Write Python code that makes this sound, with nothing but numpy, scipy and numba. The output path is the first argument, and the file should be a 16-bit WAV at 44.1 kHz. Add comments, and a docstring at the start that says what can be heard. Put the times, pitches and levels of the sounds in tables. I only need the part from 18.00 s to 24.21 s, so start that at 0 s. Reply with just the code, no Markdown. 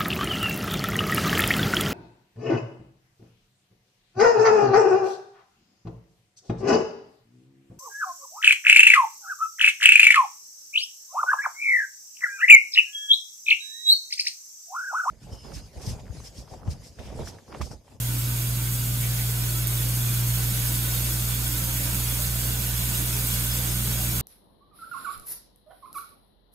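"""A small tiled bathroom with a shower running, heard on a hand-held phone a step from the tub.
Fine jets hiss: showers of random clicks, tinted by pitch. Drops patter through the ringing tub and panels,
bubbles are fading sines that glide up, and random echoes from the tiles blur this water.
A ceiling fan hums in sines at multiples of the mains, over a rumble of tinted noise.
A few stray drops tick, mostly near the right microphone port, as very short sines."""
import sys
import numpy as np
from scipy import signal
from scipy.fft import rfft, irfft, next_fast_len
from scipy.io import wavfile
from scipy.ndimage import map_coordinates
from numba import njit

SR = 44100
rng = np.random.default_rng(int(sys.argv[2]) if len(sys.argv) > 2 else 0)


def persist_wave(psi):
    """Save psi, clipped to +-1, as 16-bit WAV."""
    counts = np.round(np.clip(psi, -1, 1) * 32767).astype(np.int16)
    wavfile.write(sys.argv[1], SR, np.atleast_2d(counts).T)


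N = 273905
T = np.arange(N) / SR  # time in seconds
SIZE = next_fast_len(N)
HZ = np.maximum(np.arange(SIZE // 2 + 1) * SR / SIZE, 1)  # pitches of the spectrum
SIDES = np.array([[1], [-1]])  # left port, right port


def shower():
    """Jets of water hiss through the air and land in the tub; both swell and surge with the flow."""
    # How the water's level swells, then drifts. Each row: time in seconds, level of the jets in dB.
    swell = [(0.0, -35), (0.7, -34), (1.3, -33.5), (1.8, -32.5), (2.7, -32), (3.9, -31.5), (4.3, -31.5),
             (4.6, -32), (5.2, -30.5), (5.7, -31.5), (6.21, -31)]
    # The hiss spurts or dips briefly. Each row: middle in seconds, change in dB, half length in seconds.
    spurts = [(.185, 1.5, .015), (.74, 3, .02), (1.03, 1.5, .014), (1.658, -5, .014), (1.697, 1, 0.017),
              (2.67, 2, 0.016), (4.216, 1.5, 0.018), (5.28, 1.5, .02)]
    water_db, water_pan_db = -4, -.9  # tub water against the jets; left minus right
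    level_db, = curves(swell)
    spurt_db = sum(db * np.exp(-((T - s) / half) ** 4) for s, db, half in spurts)
    surge = walk(16)  # the flow surges a little
    hiss = undb(spurt_db) * jets(surge)
    water = undb(water_db + water_pan_db / 2 * SIDES) * tub_water(surge)
    return undb(level_db) * (hiss + water)


def jets(surge):
    """Crowds of tiny impacts blur into a hiss, which the cavities of the shower head tint."""
    # The tint of the hiss. Each row: pitch in Hz, relative level in dB per Hz.
    spectrum = [(4500, -59), (6000, -24), (6220, -2.5), (6450, -3.5), (8400, 0), (9800, -3.5), (11000, -1),
                (12000, 0.5), (14800, -1.5), (16000, -6.5)]
    # Cavities of the shower head. Each row: pitch in Hz, width in Hz, boost or cut in dB.
    head = [(6600, 220, -4), (6740, 150, 2.5), (7470, 380, -3), (8240, 890, -1), (11900, 150, 2),
            (13400, 130, -0.5)]
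    top_from_hz, shade_db = 9800, -5.5  # start of the shortest waves; their left minus right
    swell_db = 0.29 * surge + .5 * walk(40)
    hiss = colour(drops(rate=1000, spread_db=1.5, blur=0.89), spectrum, head, swell_db,
                  flicker_db=2.4, flicker_rate=45, patch_hz=150.0, full_hz=5400, size=1024)
    top = irfft(rfft(hiss, SIZE) / (1 + (top_from_hz / HZ) ** 8), SIZE)[:N]
    # the spray sways from side to side; the phone's body shades the left port from the shortest waves
    sway_db = (1.24 * walk(25) + 0.14) * SIDES
    top_sway_db = (shade_db / 2 + .5 * walk(70)) * SIDES
    return (hiss - top) * undb(sway_db) + top * undb(top_sway_db)


def tub_water(surge):
    """Patter, bubbles and splashes together, blurred by the echo of the tiles."""
    fizz = undb(-11.5) * bubbles(2100., 6800., cycles=58.0, spread_db=3.0, count=5000)
    gurgle = undb(-15.0) * bubbles(400., 1300., cycles=24.5, spread_db=1.9, count=600)
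    return tiles(patter(surge) + fizz + gurgle + splashes())


def patter(surge):
    """Drops set the tub ringing alike at both ports, and the wall panels in opposite sense."""
    # The tint of the falling drops. Each row: pitch in Hz, relative level in dB per Hz.
    spectrum = [(250, -3.5), (500, -4.5), (840, -3.5), (1150, -1.5), (2000, -1.5), (3200, -1), (4300, 0),
                (5400, -0.4), (5800, -3.5), (6200, -2.5), (6850, -1), (7000, -11), (8700, -15),
                (10000, -11.5), (16000, -11)]
    # Tub and stall ring under the drops. Each row: pitch in Hz, width in Hz, dB over the patter.
    tub_modes = [(425, 20, 4), (484, 13, 9), (602, 18, 8), (668, 20, 5.5), (753, 30, 4.5), (920, 16, 6.5),
                 (980, 50, 2.5), (1215, 18, 4), (1280, 25, -4.5), (1345, 25, 6.5), (1478, 24, 8),
                 (1508, 18, 3.5), (1540, 28, 7.5), (1591, 18, 6), (2800, 90, 3), (3400, 150, 4)]
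    # Wall panels ring too. Each row: pitch in Hz, width in Hz, dB over the patter.
    panel_modes = [(386, 20, 9), (490, 40, 0), (626, 53, -2), (840, 50, -1), (935, 100, 10), (1340, 40, 8),
                   (1500, 67, 7), (1540, 50, 4.5), (1560, 30, 3), (3370, 110, 9), (3600, 110, -1),
                   (6700, 170, -1)]
    panels_db = 0.45  # against the tub
    tub, panels = (colour(drops(rate=1600, spread_db=8.5, blur=0.96), spectrum, modes, 0.59 * surge,
                          flicker_db=3.86, flicker_rate=36, patch_hz=109.8, full_hz=3600, size=1024)
                   for modes in (tub_modes, panel_modes))
    return (tub + undb(panels_db) * SIDES * panels) / np.sqrt(2)


def bubbles(low_hz, high_hz, cycles, spread_db, count):
    """Air caught by drops in the shallow water rings, all around the phone; rms 1."""
    when, pitch, long, size, place = rng.random((count, 5)).T
    start = (when * N).astype(int)
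    hz = low_hz * (high_hz / low_hz) ** pitch
    gain = undb(spread_db * np.minimum(-np.log(1 - size), 3.0))
    turn = 2 * np.pi * place
    out = ring(N, start, hz, cycles * (.5 + long), gain * np.cos(turn), gain * np.sin(turn), 0.008)
    return out / out.std()


@njit
def ring(out_size, start, hz, cycles, left, right, glide):
    """Each bubble is a fading sine that glides up."""
    out = np.zeros((2, out_size))
    for g in range(len(start)):
        # z spins and shrinks by p at each sample; bend makes p spin ever faster
        z = 1. + 0j
        p = np.exp((2j * np.pi - 1 / cycles[g]) * hz[g] / SR)
        bend = np.exp(2j * np.pi * glide * (hz[g] / SR) ** 2 / cycles[g])
        end = min(out_size, start[g] + int(5 * cycles[g] * SR / hz[g]))
        for i in range(start[g], end):
            z, p = z * p, p * bend
            out[0, i] += left[g] * z.imag
            out[1, i] += right[g] * z.imag
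    return out


def splashes():
    """A sheet of water breaks up: short swells of mid-high spatter, made of tinted noise."""
    # Brief spatters. Each row: middle in seconds, dB over the patter, half length in seconds.
    spatters = [(1.043, -2.5, 0.036), (1.2, -2, 0.03), (2.635, -7, 0.02), (3.79, -7, 0.074),
                (3.944, -13, 0.022)]
    swell = sum(undb(db) * np.exp(-((T - s) / half) ** 2) for s, db, half in spatters)
    spectrum = [(1300, -14), (1900, 8.0), (3200, 3.0), (4300, 1)]  # pitch in Hz, dB per Hz
    spatter = colour(rng.standard_normal((2, N)), spectrum, [], swell_db=0,
                     flicker_db=1.6, flicker_rate=28.1, patch_hz=930, full_hz=1300, size=512)
    return undb(0.5) * swell * spatter


def tiles(x):
    """Short dense echoes, different at each port, ripple the spectrum."""
    t60_s, echo_db = .3, -11  # time to fade by 60 dB; echo against the direct sound
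    echo = rng.standard_normal((2, SR // 2)) * np.exp(-np.log(1000) * T[:SR // 2] / t60_s)
    echo = undb(echo_db) * echo / np.linalg.norm(echo, axis=1, keepdims=True)
    echoed = irfft(rfft(x, SIZE) * rfft(echo, SIZE), SIZE)[:, :N]
    return (x + echoed) / np.hypot(1, undb(echo_db))


def tick():
    """Stray drops burst: each a bright crack of a few cycles."""
    # Each row: start in seconds, level in dB at the right port, left minus right in dB, pitch in Hz.
    stray_drops = [(.1852, -19, -5, 13000), (.735, -18.5, -5, 13000), (1.0119, -14, -6, 12900),
                   (1.6714, -6, -24, 13200), (1.6805, -20, -8, 12800), (2.655, -14, -6, 14000),
                   (2.6699, -19, -5, 13300), (4.2338, -18, -5, 13000), (5.2235, -18, -5, 13000),
                   (5.2725, -12.5, -6, 13300)]
    out = np.zeros((2, N))
    age = np.arange(SR // 200) / SR / .00014  # 1 at the loudest moment, 0.14 ms after the start
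    for s, db, pan_db, hz in stray_drops:
        crack = age * np.exp(1 - age) * np.sin(2 * np.pi * hz * T[:len(age)])
        port_db = db + pan_db * (1 + SIDES) / 2
        out[:, int(s * SR):][:, :len(age)] += undb(port_db) * crack
    return out


def fan():
    """The ceiling fan: a motor that hums and turbulent air that rumbles in the duct."""
    return hum() + air()


def hum():
    """The motor tugs its housing once a mains cycle: three multiples, and a faint tone beneath."""
    # The second multiple sinks and leans right as the door swings open. Each row: time in seconds,
    # level of the first multiple in dB, level of the second in dB, the second's left minus right in dB.
    motor = [(0.0, -39, -28.5, -.4), (0.22, -37.5, -27.5, -.4), (1.49, -35.5, -27.5, 0),
             (1.9, -34, -27, -.3), (2.21, -37, -25, -.3), (2.36, -32, -26.5, -1), (2.55, -35, -27.5, 1),
             (2.87, -33.5, -29, -0.5), (3.5, -33.5, -30.5, -1.5), (4.36, -32.5, -31, -1.2),
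             (6.21, -33.5, -30.5, -1.5)]
    mains_hz = 59.99
    first_pan_db, third_pan_db = -3.4, .8  # left minus right
    third_db = -48.5 + 1 * T  # grows by 1 dB a second
    drone_hz, drone_pan_db = 40.0, -2.3
    drone_db = -51.5 + .55 * T  # grows by 0.55 dB a second
    turn = 2 * np.pi * mains_hz * T + np.pi
    first_db, second_db, second_pan_db = curves(motor)
    multiples = [(first_db, first_pan_db), (second_db, second_pan_db), (third_db, third_pan_db)]
    tones = sum(-np.sqrt(2) * undb(db + pan_db / 2 * SIDES) * np.cos(k * turn)
                for k, (db, pan_db) in enumerate(multiples, start=1))
    drone = np.sin(2 * np.pi * drone_hz * T)
    return tones + np.sqrt(2) * undb(drone_db + drone_pan_db / 2 * SIDES) * drone


def air():
    """Turbulent air is tinted noise that feeds the room's low modes and grows as the door opens."""
    # Air that both ports share. Each row: pitch in Hz, relative level in dB per Hz.
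    alike_spectrum = [(20, -14), (32, -3), (40, -12), (52, -0.5), (90, -2.5), (145, -2.5), (180, -3),
                      (210, -6), (320, -9), (400, -16.5), (800, -22)]
    # Air in opposite sense at the two ports. Each row: pitch in Hz, relative level in dB per Hz.
    apart_spectrum = [(20, -12), (40, -2), (62, 0), (85, 0), (150, -9), (205, -18), (235, -12), (270, -6),
                      (340, -8), (400, -15), (800, -20)]
    # The room's low modes. Each row: pitch in Hz, width in Hz, boost in dB.
    room = [(139.7, 10, 6), (206, 30, 4), (241.7, 8.2, 7.5), (275.5, 6.9, 6.5), (302, 12.6, 4),
            (328.4, 14, 4.5), (350, 7.7, 4.5)]
    alike_db, apart_db, rise_db_per_s = -41, -50, 0.2
    alike, apart = (colour(rng.standard_normal(N), spectrum, modes, swell_db=0,
                           flicker_db=2.4, flicker_rate=6, patch_hz=35.5, full_hz=210, size=4096)
                    for spectrum, modes in ((alike_spectrum, room), (apart_spectrum, [])))
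    rumble = undb(alike_db - 1.1 * SIDES) * alike + undb(apart_db) * SIDES * apart
    return undb(rise_db_per_s * T) * rumble


def undb(db):
    """Decibels to gain."""
    return 10 ** (np.asarray(db) / 20)


def curves(table):
    """Columns of a table, joined by straight lines in time."""
    s, *columns = np.transpose(table)
    return [np.interp(T, s, c) for c in columns]


def walk(rate):
    """Random levels, rate a second, joined smoothly; spread near 1."""
    points = rng.standard_normal(int(N / SR * rate) + 2)
    k, part = (T * rate).astype(int), T * rate % 1
    return points[k] + (points[k + 1] - points[k]) * np.sin(np.pi / 2 * part) ** 2


def drops(rate, spread_db, blur):
    """Random impacts, rate a second, of uneven but bounded size over a blur of noise; rms near 1."""
    when, size, sign = rng.random((3, N))
    gain = undb(spread_db * np.minimum(-np.log(1 - size), 4.0))
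    hits = (when < rate / SR) * gain * np.sign(sign - .5)
    return np.sqrt(1 - blur) * hits / hits.std() + np.sqrt(blur) * rng.standard_normal(N)


def colour(x, spectrum, modes, swell_db, flicker_db, flicker_rate, patch_hz, full_hz, size):
    """Tint, resonances, a swell, and small patches of pitch that flicker, less below full_hz; rms 1."""
    hz, db = np.transpose(spectrum)
    db = np.interp(np.log(HZ), np.log(hz), db, left=-90, right=-90)
    db = db + sum(g / (1 + (2 * (HZ - f) / w) ** 2) for f, w, g in modes)
    tinted = irfft(rfft(x, SIZE) * undb(db), SIZE)[..., :N]
    f, s, frames = signal.stft(tinted, SR, nperseg=size)
    # a smooth random map over pitch and time
    place = np.meshgrid(f / patch_hz, s * flicker_rate, indexing="ij")
    flicker = map_coordinates(rng.standard_normal((300, 600)), place, mode="mirror")
    depth_db = flicker_db * np.minimum(f / full_hz, 1)[:, None]
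    out = signal.istft(frames * undb(depth_db * flicker), SR, nperseg=size)[1][..., :N]
    out = out * undb(swell_db)
    return out / out.std()


def scene():
    """Shower, fan and stray drops, added at the two ports."""
    return shower() + fan() + tick()


def record(dry):
    """A narrow steady dip in the upper middle, then the phone cuts the top."""
    dip_hz, dip_width_hz, top_hz = 4125, 95, 15650
    notched = signal.lfilter(*signal.iirnotch(dip_hz, dip_hz / dip_width_hz, SR), dry)
    dipped = 0.22 * dry + 0.85 * notched  # the dry share keeps the dip shallow
    return signal.sosfilt(signal.ellip(14, .2, 80, top_hz, fs=SR, output="sos"), dipped)


dry = scene()
out = record(dry)
persist_wave(out)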